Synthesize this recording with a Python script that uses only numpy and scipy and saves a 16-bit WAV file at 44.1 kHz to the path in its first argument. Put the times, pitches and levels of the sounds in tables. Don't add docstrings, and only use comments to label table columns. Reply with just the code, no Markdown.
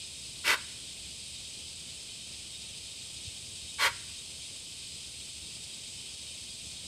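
import sys
import numpy as np
from scipy import signal
from scipy.fft import rfft, irfft
from scipy.io import wavfile

SR = 44100
rng = np.random.default_rng(int(sys.argv[2]) if len(sys.argv) > 2 else 0)


def unload_wav(signal):
    wavfile.write(
        sys.argv[1],
        SR,
        np.round(np.clip(np.atleast_2d(signal).T, -1, 1) * 32767).astype(np.int16),
    )


N = 303065
TIME = np.arange(N) / SR
FREQS = np.maximum(np.fft.rfftfreq(N, 1 / SR), 1)


def undb(db):
    return 10 ** (np.asarray(db) / 20)


def colour(points):
    hz, db = np.transpose(points)
    return undb(np.interp(np.log(FREQS), np.log(hz), db))


def resonances(modes):
    power = sum(undb(db) ** 2 / (1 + ((FREQS - hz) / (0.54 * width)) ** 2) ** 2
                for hz, width, db in modes)
    return np.sqrt(power)


def noise(gain):
    shaped = irfft(rfft(rng.standard_normal(N)) * gain, N)
    return shaped / np.sqrt(np.mean(shaped ** 2))


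def wander(rate_hz):
    return noise(1 / (1 + (FREQS / rate_hz) ** 4))


def split(sound, hz):
    low = irfft(rfft(sound) / (1 + (FREQS / hz) ** 4), N)
    return low, sound - low


# freq_hz, level_db
RUMBLE_SPECTRUM = [(20, -10.5), (35, -41), (50, -7), (65, 2.5), (80, -0.5), (110, -1.5), (170, -4),
                   (260, -9), (400, -12.5), (600, -15), (850, -20), (1500, -25.5), (3000, -33)]

def distant_rumble(rumble_db=-56, swell_db=0.9, drone_hz=79, drone_db=-66):
    rumble = noise(colour(RUMBLE_SPECTRUM)) * undb(rumble_db + swell_db * wander(13))
    drone = undb(drone_db) * noise(resonances([(drone_hz, 6, 0)]))
    return rumble + drone


# centre_s, pitch_hz, half_width_s, peak_db
SOFT_BUMPS = [(3.281, 90, 0.011, -37), (3.92, 114, .01, -48)]

def bumps():
    knocks = np.zeros(N)
    for centre_s, pitch_hz, half_width_s, peak_db in SOFT_BUMPS:
        envelope = undb(peak_db) * np.exp(-((TIME - centre_s) / half_width_s) ** 2)
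        knocks += envelope * np.cos(2 * np.pi * pitch_hz * (TIME - centre_s))
    return knocks


# freq_hz, level_db
SPRAY_SPECTRUM = [(1000, -25.5), (1650, -21.5), (2050, -13), (2450, -5), (3150, 0.5), (4000, -0.5),
                  (5000, 0), (5650, -6), (7000, -6.5), (7700, 0), (8400, 0.5), (9400, -5), (11400, -24),
                  (13800, -23.5)]
# delay_s, level_db
SPRAY_REFLECTIONS = [(.00188, -20), (.002664, -23), (.007766, -13.5)]
# time_s, level_db
TREBLE_DRIFT = [(0, 0.5), (1.5, -0.5), (2.7, -0.9), (3.4, 0.5), (4.3, 0.2), (5.4, 0), (6.8, 0.2)]
# pitch_hz, width_hz, level_db
NOZZLE_MODES = [(2452, 100, -6.5), (3052, 15.6, 4), (3290, 20, -16), (3310, 30, -0.5), (3741, 53, 3.5),
                (4220, 25, 0), (4810, 31, 1), (4820, 45, -8), (5320, 106, -4.5), (6080, 37, -4.5),
                (6510, 120, -6.5)]

def sprayer(hiss_db=-44.5, whistle_db=-52, waver_db=1.5, sputter_db=0.47, shimmer_db=0.86):
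    comb = 1 + sum(undb(db) * np.exp(-2j * np.pi * FREQS * delay_s) for delay_s, db in SPRAY_REFLECTIONS)
    treble = noise(colour(SPRAY_SPECTRUM) * comb)
    hiss = np.zeros(N)
    for edge_hz in (3500, 5500):
        band, treble = split(treble, edge_hz)
        hiss += band * undb(shimmer_db * wander(25))
    hiss += treble * undb(np.interp(TIME, *np.transpose(TREBLE_DRIFT)))
    whistle = noise(resonances(NOZZLE_MODES)) * undb(whistle_db + waver_db * wander(17))
    return hiss * undb(hiss_db + sputter_db * wander(45)) + whistle


# delay_s, level_db
WALL_ECHOES = [(0.022, -28), (0.055, -25), (.092, -28.5)]

def enclosure_echoes(sound, scatter_db=-19.0, dull_hz=4000, thin_hz=1050, t60_s=0.76, build_s=0.0095):
    envelope = np.exp(-np.log(1000) * TIME / t60_s) * (1 - np.exp(-TIME / build_s))
    tail = rng.standard_normal(N) * envelope
    response = undb(scatter_db) * tail / np.sqrt(np.sum(tail ** 2))
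    for delay_s, level_db in WALL_ECHOES:
        response[int(delay_s * SR)] += undb(level_db)
    echoes = signal.fftconvolve(sound, response)[:N]
    dulled = split(echoes, dull_hz)[0]
    return split(dulled, thin_hz)[1]


def nostril_whistle(centre_s=0.553, pitch_hz=1040, width_hz=45, half_width_s=0.0085, level_db=-34):
    envelope = undb(level_db) * np.exp(-((TIME - centre_s) / half_width_s) ** 2)
    return envelope * noise(resonances([(pitch_hz, width_hz, 0)]))


ATTACK_S, RELEASE_S = 0.046, 0.021

def breath_pressure(age_s, hold_s, creep_db=1.8, attack_curve=1.11, steepness=2.65):
    attack = np.clip(age_s / ATTACK_S, 1e-6, 1) ** attack_curve
    held = np.clip((age_s - ATTACK_S) / hold_s, 0, 1)
    release = 1 / (1 + (np.maximum(age_s - ATTACK_S - hold_s, 0) / RELEASE_S) ** steepness)
    return 20 * np.log10(attack * release) - creep_db * (1 - held)


# freq_hz, level_db
JET_SPECTRUM = [(100, -30), (270, -37), (740, -28), (1000, -9), (2200, -2), (3000, -7), (5000, -11),
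                (6500, -14), (8500, -14.5), (10000, -17), (12000, -21.5), (14000, -19)]

def snort(nasal_modes, start_s, hold_s, level_db, lows_db, jet_db, flutter_db,
          opening_db_per_s=33, edge_db=-1.25, dulling_db_per_s=58, sizzle_growth=0.17):
    age_s = TIME - start_s
    pressure_db = breath_pressure(age_s, hold_s)
    past_crest_s = np.clip(age_s - ATTACK_S - hold_s, -ATTACK_S - hold_s, 2 * RELEASE_S)
    air = noise(resonances(nasal_modes) + undb(jet_db) * colour(JET_SPECTRUM))
    low, high = split(air, hz=2400)
    deep, middle = split(low, hz=1250)
    bright, sizzle = split(high, hz=5500)
    treble = bright + undb(sizzle_growth * pressure_db) * sizzle
    opening = undb(lows_db + opening_db_per_s * past_crest_s)
    edge = undb(edge_db - dulling_db_per_s * past_crest_s)
    blast = opening * deep + middle + edge * treble
    return blast * undb(level_db + pressure_db + flutter_db * wander(170))


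# pitch_hz, width_hz, level_db
FIRST_NASAL_MODES = [(390, 200, -7.5), (590, 76, -3.5), (960, 140, 0), (1154, 67, -2), (1470, 99, 5.5),
                     (1640, 75, -1), (2015, 70, 2), (2260, 79, 0), (2630, 140, -2), (3080, 210, -10),
                     (3660, 140, -4), (4400, 250, -12.5), (4700, 180, -13), (5270, 140, -7.5)]
SECOND_NASAL_MODES = [(406, 130, -10.5), (556, 140, -6), (943, 110, 2.5), (1125, 50, 6), (1473, 140, 0),
                      (1630, 77, -4), (1980, 200, -2), (2257, 73, 3), (2760, 160, -10), (3245, 105, 2.5),
                      (3640, 69, -9), (4160, 92, -3), (4540, 100, -11), (4960, 100, -10)]
# start_s, hold_s, level_db, lows_db (at the crest), jet_db (against the nasal ring), flutter_db
ALARM_SNORTS = [(0.437, 0.041, -23, 1, 0.5, 1), (3.781, .034, -22.5, 0, -1, -0.3)]

def goat_antelope():
    first = snort(FIRST_NASAL_MODES, *ALARM_SNORTS[0])
    second = snort(SECOND_NASAL_MODES, *ALARM_SNORTS[1])
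    return first + second + nostril_whistle()


def scene():
    snorts = goat_antelope()
    return (snorts + enclosure_echoes(snorts) + sprayer() + distant_rumble() + bumps())[None]


def record(dry):
    top_hz = 13800
    return signal.sosfilt(signal.ellip(12, 0.1, 90, top_hz, fs=SR, output="sos"), dry)


dry = scene()
out = record(dry)
unload_wav(out)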